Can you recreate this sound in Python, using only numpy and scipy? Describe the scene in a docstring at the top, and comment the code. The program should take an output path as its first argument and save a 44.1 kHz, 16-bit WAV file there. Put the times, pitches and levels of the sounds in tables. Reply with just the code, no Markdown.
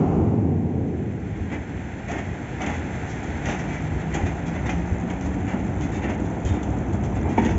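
"""From station hall to tram junction

The heavy rumble of a station hall fades into an open street junction, where a tram nears and passes.
Its wheels roar on rough rail and its gears hum upward as it gathers speed. The car body thuds, the
wheels clatter over joints and crossings, loose steel rings, and the house fronts return the clatter.
At the end the leading bogie bangs over a joint right beside the microphone."""
import sys
import numpy as np
from scipy import signal
from scipy.fft import rfft, irfft
from scipy.io import wavfile

SR = 44100
rng = np.random.default_rng(int(sys.argv[2]) if len(sys.argv) > 2 else 0)


def file_out(sig):
    """Save sig as 16-bit WAV at sys.argv[1]."""
    # one column per channel
    cols = np.atleast_2d(sig).T
    # limit, then scale
    lim = np.clip(cols, -1, 1)
    pcm = np.round(lim * 32767).astype(np.int16)
    wavfile.write(sys.argv[1], SR, pcm)


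N = 334278
TIME = np.arange(N) / SR
ARRIVAL_S = 3.0  # the tram reaches the junction


def gain_of(db):
    """Decibels to amplitude."""
    return 10 ** (np.asarray(db) / 20)


def unit_rms(x):
    """Scales to rms 1."""
    return x / np.sqrt(np.mean(x ** 2) + 1e-20)


def since(s):
    """Seconds gone by after time s, zero before it."""
    return np.maximum(TIME - s, 0)


def approach(arrival_db, far_db_per_s, near_db_per_s):
    """Level in dB of one part of the tram: one slope up to the junction, another from there on."""
    return arrival_db - far_db_per_s * np.maximum(ARRIVAL_S - TIME, 0) + near_db_per_s * since(ARRIVAL_S)


def value_at(points, hz):
    """Reads a curve on a log-frequency axis."""
    f, value = np.transpose(points)
    return np.interp(np.log(hz + 1), np.log(f + 1), value)


def add(mix, s, sound):
    """Mixes a sound in at time s."""
    part = mix[max(round(s * SR), 0):][:len(sound)]
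    part += sound[:len(part)]


def colour(x, spectrum):
    """Minimum-phase filter of unit energy, falling a further 24 dB per octave outside its spectrum."""
    hz = np.fft.rfftfreq(16384, 1 / SR)
    octaves_out = abs(np.log2((hz + 1) / np.clip(hz + 1, spectrum[0][0], spectrum[-1][0])))
    log_gain = np.log(gain_of(np.maximum(value_at(spectrum, hz) - 24 * octaves_out, -100)))
    mirrored = np.concatenate([log_gain, log_gain[-2:0:-1]])
    taps = np.fft.ifft(np.exp(signal.hilbert(mirrored).conj())).real[:4096]
    return signal.oaconvolve(x, taps / np.linalg.norm(taps))[:N]


def wander(rate_hz):
    """Slow random drift of rms 1, up to about the given rate."""
    hz = np.fft.rfftfreq(N, 1 / SR)
    slow_band = (hz > rate_hz / 10) / (1 + (hz / rate_hz) ** 4)
    return unit_rms(irfft(rfft(rng.standard_normal(N)) * slow_band, N))


def grit(per_s, spread_db):
    """Tiny steel-on-steel contacts of uneven size, rms 1."""
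    size = gain_of(spread_db * np.minimum(rng.exponential(1, N), 4))
    return unit_rms(size * rng.choice([-1, 1], N) * (rng.random(N) < per_s / SR))


# Inside the hall, spectra of the rumble all around and of the roar in it: f/Hz, relative level/dB
HALL_SPECTRUM = [(28, -36), (46, -14.5), (62, -30.5), (82, 1), (130, -3.5), (270, -6), (420, -10.5),
                 (530, -19), (640, -19.5), (770, -16.5), (1000, -28.5), (1400, -40.5), (2300, -40.5),
                 (3000, -49.5), (3900, -59.5), (5200, -61), (6400, -54), (7400, -56)]
ROAR_SPECTRUM = [(700, -7.5), (810, -1.5), (980, -3), (1250, -5), (1450, -8), (1700, -22)]
def station_hall(split_hz=520, roar_db=-42.5, fade_s=0.95):
    """Deep, diffuse rumble; its upper part swells briefly with a midrange roar, then dies first."""
    level_db = -17.5 - 6.5 * TIME - 13 * since(fade_s)
    rumble = colour(rng.standard_normal(N), HALL_SPECTRUM)
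    deep = signal.sosfiltfilt(signal.butter(2, split_hz, fs=SR, output="sos"), rumble)
    swell = np.exp(-((TIME - 0.1) / 0.26) ** 2)
    upper = (rumble - deep) * gain_of(3 * swell - 5 * TIME - 5)
    roar = gain_of(roar_db) * swell * colour(rng.standard_normal(N), ROAR_SPECTRUM)
    return gain_of(level_db) * (deep + upper) + roar


# Out at the junction, what each part radiates to the microphone: f/Hz, relative level/dB
BODY_SPECTRUM = [(25, -21.5), (40, -20.5), (55, 4.5), (68, 4.5), (90, 4.5), (110, 2), (140, -0.5),
                 (200, -0.5), (300, -3.5), (390, -9), (470, -15), (600, -20)]
TRACK_SPECTRUM = [(350, -18), (452, -8.5), (572, -8.5), (740, -3.5), (910, -9), (1020, -14), (1140, -18.5),
                  (1400, -17.5), (2100, -46.5)]
RAIL_SPECTRUM = [(860, -25.5), (1110, -13.5), (1450, 1.5), (2000, 2.5), (2400, -2), (2900, -10.5),
                 (3500, -13.5), (3720, -19.5), (4750, -33.5), (5500, -40)]
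WHEEL_SPECTRUM = [(2600, -26.5), (3350, -2.5), (3700, -6.5), (4300, -7.5), (4850, -13), (5300, -7.5),
                  (5850, -6), (6200, 1.5), (6900, -4), (7580, 1.5)]
def rolling(sand_db=-9, crossing_s=3.46, crossing_half_s=0.96):
    """The car rumbles, rough patches shake track, rail and wheels together, and sand ticks underneath."""
    worn_crossing = np.exp(-((TIME - crossing_s) / crossing_half_s) ** 2)
    rumble_db = approach(arrival_db=-29, far_db_per_s=2.4, near_db_per_s=0.91)
    roar_db = approach(arrival_db=-39, far_db_per_s=4, near_db_per_s=0.5)
    rush_db = approach(arrival_db=-42.5, far_db_per_s=2.5, near_db_per_s=-1.08) + 2 * worn_crossing
    hiss_db = approach(arrival_db=-54.5, far_db_per_s=2.5, near_db_per_s=-1.5) + 3 * worn_crossing
    nearness = np.interp(TIME, [1.5, 5.5], [0.3, 1])
    patches = nearness * wander(22)  # from afar they blur into an even rush
    body = gain_of(rumble_db + 0.93 * wander(15)) * colour(rng.standard_normal(N), BODY_SPECTRUM)
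    track = colour(grit(3000, 0.89) * gain_of(roar_db + 0.5 * patches), TRACK_SPECTRUM)
    rail = colour(grit(8000, 2.2) * gain_of(rush_db + 0.49 * patches), RAIL_SPECTRUM)
    tread = grit(9000, 3.3) + nearness * gain_of(sand_db) * grit(140, 2.8)
    wheels = colour(tread * gain_of(hiss_db + 1.7 * patches), WHEEL_SPECTRUM)
    return body + track + rail + wheels


# The hum from the trackside, swelling twice as the tram comes closer: t/s, level/dB
HUM_CURVE = [(1.5, -53), (3, -42.5), (3.7, -36), (4.08, -29), (4.3, -34), (4.6, -35), (4.8, -27.5),
             (5.02, -36), (5.7, -35.5), (6, -40.5), (7.3, -35.5)]
def gear_hum(arrival_hz=134.3, climb_hz_per_s=22.2, ease_s=5.1, eased_hz_per_s=16.6):
    """Climbs with speed, wavers with load; as the driver eases off, slack gears add half orders."""
    hz = arrival_hz + climb_hz_per_s * (TIME - ARRIVAL_S)
    hz += (eased_hz_per_s - climb_hz_per_s) * since(ease_s)
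    eased = 0.5 + 0.5 * np.tanh((TIME - ease_s) / 0.16)
    waver = (0.01 + 0.014 * eased) * wander(14)
    phase = 2 * np.pi * np.cumsum(hz * (1 + waver)) / SR
    level_db = np.interp(TIME, *np.transpose(HUM_CURVE)) + (1.8 + 1.6 * eased) * wander(14)
    hum = gain_of(level_db) * unit_rms(np.sin(phase) + gain_of(-15) * np.sin(2 * phase))
    half = np.sin(phase / 2) * gain_of(-35 + 2.5 * wander(9))
    three_halves = np.sin(1.5 * phase) * gain_of(-36 + 3 * wander(6))
    return hum + eased * (half + three_halves)


# Thuds of the car, the first from down the street: t/s, peak level/dB, f/Hz
BODY_THUDS = [(1.406, -21.5, 87), (4.232, -15.5, 86.4), (4.918, -16, 87.4), (6.454, -14, 79.6),
              (6.511, -15.5, 79), (6.919, -18.5, 92), (7.516, -22, 98), (7.556, -16, 83)]
def body_thuds(swell_s=0.01):
    """The car body booms for a few cycles on its springs."""
    out, t = np.zeros(N), np.arange(SR // 3) / SR
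    envelope = t / swell_s * np.exp(1 - t / swell_s)
    for s, db, hz in BODY_THUDS:
        add(out, s, gain_of(db) * envelope * np.sin(2 * np.pi * hz * t))
    return out


GLANCE = 0.32  # a bright, glancing blow shakes car and track less: dB lost per dB of brightness
# Wheels meeting joints, from far off to beside the microphone: t/s, level/dB, brightness/dB, chatter/s
RAIL_JOINTS = [(1.513, -36, -2.5, 0.031), (2.08, -38, 3.5, 0.042), (2.113, -39, -4.5, 0.055),
               (2.178, -35.5, 1.5, 0.0074), (2.601, -34, -0.5, 0.042), (2.662, -34.5, -5, 0.038),
               (2.696, -39.5, 2.5, 0.071), (3.088, -54.5, 21, 0.027), (3.227, -53, 18, 0.012),
               (3.452, -34.5, 3.5, 0.062), (3.483, -34.5, 1, 0.06), (3.586, -40, 7.5, 0.012),
               (3.684, -41, 1.5, 0.095), (4.138, -32, 6, 0.017), (4.162, -42, -13, 0.062),
               (4.259, -34.5, 3.5, 0.011), (4.458, -46.5, 11.5, 0.029), (4.548, -37, 1, 0.0098),
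               (4.657, -36, 4, 0.012), (4.691, -31.5, 4.5, 0.01), (5.099, -38, 3, 0.0078),
               (5.211, -47, 10, 0.017), (5.24, -52.5, 14, 0.025), (5.33, -50, 8, 0.016),
               (5.474, -38, -0.5, 0.041), (5.527, -39, -19.5, 0.018), (5.811, -43.5, 9, 0.042),
               (5.916, -41, 5, 0.063), (6.029, -33.5, -2, 0.017), (6.09, -32.5, -2, 0.013),
               (6.246, -51.5, 13.5, 0.015), (6.451, -42, 10, 0.04), (6.52, -43.5, 2, 0.049),
               (6.631, -50.5, 8, 0.0058), (6.927, -56, 21, 0.0073), (7.035, -49, 12, 0.016),
               (7.155, -41, 2.5, 0.018), (7.235, -44.5, -23, 0.042), (7.288, -42.5, 5, 0.044),
               (7.377, -32, 0.5, 0.011), (7.412, -37.5, 0, 0.04), (7.449, -34, 4.5, 0.013),
               (7.488, -38, 5, 0.027)]
def rail_end_grind(grind_db=-6.5, lead_s=0.018):
    """Just before each joint the wheel grinds up the battered end of the rail."""
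    power, t = np.zeros(N), np.arange(SR // 4) / SR
    run_up = np.exp((t - t[-1]) / lead_s)
    for s, db, bright_db, _ in RAIL_JOINTS:
        add(power, s - t[-1], (gain_of(db - GLANCE * bright_db) * run_up) ** 2)
    return gain_of(grind_db) * colour(grit(3000, 1.5) * np.sqrt(power), RAIL_SPECTRUM)


def blow_envelope(t, rise_s, hold_s, die_s):
    """A blow rises, holds while the wheel chatters, then dies away."""
    return (1 - np.exp(-t / rise_s)) * np.exp(-np.maximum(t - hold_s, 0) / die_s)


def joint_force(tilt, rise_s, die_s):
    """Force of all joint blows on one part, which gains tilt dB per dB of brightness."""
    power, t = np.zeros(N), np.arange(SR // 2) / SR
    for s, db, bright_db, hold_s in RAIL_JOINTS:
        add(power, s, (gain_of(db + tilt * bright_db) * blow_envelope(t, rise_s, hold_s, die_s)) ** 2)
    return np.sqrt(power)


# The car's low knock and the rail's clank, heard from the trackside: f/Hz, relative level/dB
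KNOCK_SPECTRUM = [(90, -31), (200, 2.5), (310, 3.5), (420, -6), (520, -14), (640, -22)]
CLANK_SPECTRUM = [(900, -13), (1150, -2), (1450, 0.5), (2000, 8), (2400, -4.5), (2850, -1.5), (3500, -16),
                  (3750, -23), (4750, -31), (5500, -25.5)]
def joint_clatter(clank_db=-4.5, ring_db=-15.5):
    """Bursts of hard contacts make the car knock, the track clonk, the rail clank and the wheel ring."""
    knock_db = approach(arrival_db=1.5, far_db_per_s=-3.5, near_db_per_s=1.5)
    knock = colour(grit(1500, 0.38) * joint_force(-GLANCE, rise_s=0.0038, die_s=0.03), KNOCK_SPECTRUM)
    clonk = colour(grit(2000, 0.5) * joint_force(-GLANCE, rise_s=0.0036, die_s=0.026), TRACK_SPECTRUM)
    clank = colour(grit(3000, 1.3) * joint_force(0, rise_s=0.0065, die_s=0.036), CLANK_SPECTRUM)
    ring = colour(grit(3400, 1.6) * joint_force(1, rise_s=0.004, die_s=0.013), WHEEL_SPECTRUM)
    return gain_of(knock_db) * knock + clonk + gain_of(clank_db) * clank + gain_of(ring_db) * ring


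# Modes of track, rail and wheel: f/Hz, width/Hz, relative level/dB, tilt/(dB per dB of brightness)
STEEL_MODES = [(798.4, 17, -8, -0.17), (1473, 29, -18.5, 0.5), (1971, 52, -8, 0), (2320, 15, -9.5, 0),
               (2623, 47, -14, 0.26), (3470, 50, -20.5, 0.71), (6520, 460, -18.5, 1)]
def singing_steel(rise_s=0.0024, die_s=0.027):
    """Every joint also wakes narrow modes in the steel, never at quite the same pitches."""
    out, t = np.zeros(N), np.arange(SR // 4) / SR
    for s, blow_db, bright_db, hold_s in RAIL_JOINTS:
        envelope = blow_envelope(t, rise_s, hold_s, die_s)
        for hz, width_hz, db, tilt in STEEL_MODES:
            detuned_hz = hz * rng.uniform(0.921, 1.05)
            mode = np.exp(-np.pi * width_hz * t) * np.sin(2 * np.pi * detuned_hz * t)
            tone = unit_rms(signal.fftconvolve(rng.standard_normal(2 * len(t)), mode, "valid")[:len(t)])
            add(out, s, gain_of(blow_db + db + tilt * bright_db) * envelope * tone)
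    return out


# Hard strikes on the rail ends along the junction: t/s, level/dB
WHEEL_STRIKES = [(1.526, -36), (2.136, -27), (2.618, -36), (2.668, -29), (3.486, -24), (3.519, -28),
                 (4.147, -31), (4.590, -35.5), (4.657, -28), (4.691, -25.5), (6.032, -36), (6.041, -30),
                 (7.382, -24), (7.429, -32), (7.463, -29), (7.491, -31), (7.508, -34)]
def wheel_clacks(contact_s=0.0037, rise_s=0.00041, clonk_db=-3):
    """The wheel lands squarely on the next rail: one hard, short contact sounds rail and track."""
    force, t = np.zeros(N), np.arange(SR // 20) / SR
    for s, db in WHEEL_STRIKES:
        add(force, s, gain_of(db) * (1 - np.exp(-t / rise_s)) * np.exp(-t / contact_s))
    force *= rng.standard_normal(N)
    return colour(force, CLANK_SPECTRUM) + gain_of(clonk_db) * colour(force, TRACK_SPECTRUM)


# Loose steel parts, jolted on the way toward the microphone: t/s, level/dB, f/Hz, t60/s
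LOOSE_PARTS = [(1.527, -39.5, 2035, .25), (2.095, -31, 698, .35), (2.101, -38, 1850, .25),
               (2.612, -27, 740, 0.19), (4.143, -31.5, 799, 0.47), (4.15, -42, 1365, .35),
               (4.693, -28, 747, 0.13), (6.03, -44, 1460, .4), (6.089, -46, 2363, 0.25),
               (6.096, -44, 2557, 0.25), (6.455, -45.5, 3140, 0.3), (6.485, -46, 3620, 0.25),
               (7.45, -52, 6700, 0.27)]
def ringing_parts(rise_s=0.0027, twin_db=-10):
    """A jolted part rings at its own pitch and beats against a weaker mode close by."""
    out, t = np.zeros(N), np.arange(SR // 2) / SR
    for s, db, hz, t60 in LOOSE_PARTS:
        twin_hz = hz * rng.uniform(0.972, 1.02)
        pair = np.sin(2 * np.pi * hz * t) + gain_of(twin_db) * np.cos(2 * np.pi * twin_hz * t)
        add(out, s, gain_of(db - 60 * t / t60) * (1 - np.exp(-t / rise_s)) * pair)
    return out


# Reverberation of the open street around the microphone: f/Hz, t60/s
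STREET_DECAY = [(100, 0.78), (800, 0.71), (2500, 0.61), (7000, 0.76)]
def street_echo(x, echoes_per_s=2000, first_s=0.012):
    """Scattered reflections off road, car sides and house fronts."""
    taps = rng.choice([-1., 1.], SR) * (rng.random(SR) < echoes_per_s / SR)
    taps *= np.arange(SR) > first_s * SR
    hz, t, spectra = signal.stft(taps, SR, nperseg=256)
    decay = gain_of(-60 * t / value_at(STREET_DECAY, hz)[:, None])
    tail = signal.istft(spectra * decay, SR, nperseg=256)[1]
    return signal.fftconvolve(x, tail / np.linalg.norm(tail))[:N]


# Sharp ticks from under the car: t/s, level/dB
STEEL_TICKS = [(2.116, -40), (2.186, -44), (2.619, -34), (2.663, -32.5), (3.457, -32.5), (3.59, -44),
               (4.125, -43), (4.145, -31.5), (4.693, -34.5), (5.101, -37.5), (5.211, -41), (5.81, -38),
               (6.451, -38), (6.49, -37), (6.631, -34), (6.787, -44), (6.933, -44), (7.036, -41),
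               (7.055, -55), (7.375, -41), (7.45, -36)]
# Their spectrum at the microphone: f/Hz, relative level/dB
TICK_SPECTRUM = [(2400, -6), (3200, 5.5), (4100, -15.5), (5200, -15), (6200, 3.5), (6900, 0), (7580, -2.5)]
def steel_ticks(snap_s=0.0013, ring_s=0.023, ring_db=-10):
    """Steel snaps against steel, then bounces and rings for a moment."""
    force, t = np.zeros(N), np.arange(SR // 8) / SR
    for s, db in STEEL_TICKS:
        add(force, s, gain_of(db) * (np.exp(-t / snap_s) + gain_of(ring_db) * np.exp(-t / ring_s)))
    return colour(force * grit(4900, 1.2), TICK_SPECTRUM)


def jingling_fittings(low_hz=5900, high_hz=7500, count=900, start_s=3.5, t60_s=0.014, level_db=-63.5):
    """Small fittings under the car rattle in fits, each tick at its own pitch, heard only close up."""
    out, t = np.zeros(N), np.arange(SR // 40) / SR
    for when, pitch, size in rng.random((count, 3)):
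        hz = low_hz + pitch * (high_hz - low_hz)
        envelope = gain_of(-3 * np.log(size + 0.02) - 60 * t / t60_s)
        add(out, start_s + when * (TIME[-1] - start_s), envelope * np.sin(2 * np.pi * hz * t))
    fits = gain_of(4 * np.tanh(wander(12)))
    nearness = np.interp(TIME, [start_s, 5.2], [0, 1])
    return gain_of(level_db) * nearness * unit_rms(out * fits)


# Right beside the microphone a wheel drops into the gap and hits the next rail: t/s, peak level/dB
BANG_BLOWS = [(7.3772, -5.5), (7.3818, -10.5), (7.3865, -17)]
# Modes of the leading bogie: f/Hz, relative level/dB, t60/s
BOGIE_MODES = [(117, -4, .3), (208.6, -2.5, 0.15), (242, 5.5, 0.07), (317.7, 3, 0.28), (395, -5, 0.11),
               (504, -5, 0.21), (597, -18, .16), (738, 3, 0.12), (867, -7.5, 0.14), (926, 1, 0.15),
               (990, -10, 0.055), (1790, -21, 0.027), (2264, -5, 0.048), (2370, -15, 0.027)]
def bogie_bang(contact_s=0.0008, rattle_db=-27.5, rattle_t60_s=0.3):
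    """Three quick blows ring the bogie's modes; its loose parts go on rattling them."""
    blows, rattle, t = np.zeros(N), np.zeros(N), np.arange(SR // 2) / SR
    modes = sum((-1) ** k * gain_of(db - 60 * t / t60) * np.sin(2 * np.pi * hz * t)
                for k, (hz, db, t60) in enumerate(BOGIE_MODES))
    low_cut = signal.butter(2, 75, "high", fs=SR, output="sos")
    ring = signal.sosfilt(low_cut, modes * (1 - np.exp(-t / contact_s)))
    for s, db in BANG_BLOWS:
        add(blows, s, gain_of([db]) / abs(ring).max())
    add(rattle, BANG_BLOWS[-1][0], gain_of(rattle_db - 60 * t / rattle_t60_s) / np.linalg.norm(ring))
    return signal.oaconvolve(blows + rattle * grit(1100, 1.2), ring)[:N]


def scene(echo_db=-9, fade_from_db=-12, fade_in_s=1.43):
    """One microphone: the station hall gives way to the street and its tram."""
    hits = joint_clatter() + wheel_clacks() + rail_end_grind() + singing_steel()
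    hits += ringing_parts() + steel_ticks() + jingling_fittings() + bogie_bang()
    tram = rolling() + gear_hum() + body_thuds() + hits + gain_of(echo_db) * street_echo(hits)
    fade_db = fade_from_db * np.maximum(1 - TIME / fade_in_s, 0)
    return (station_hall() + gain_of(fade_db) * tram)[None]


def record(dry):
    """The recorder cuts the treble steeply at 7590 Hz."""
    taps = signal.firwin(1023, 7590, window=("kaiser", 9), fs=SR)
    return signal.oaconvolve(dry, taps[None], "same")


dry = scene()
out = record(dry)
file_out(out)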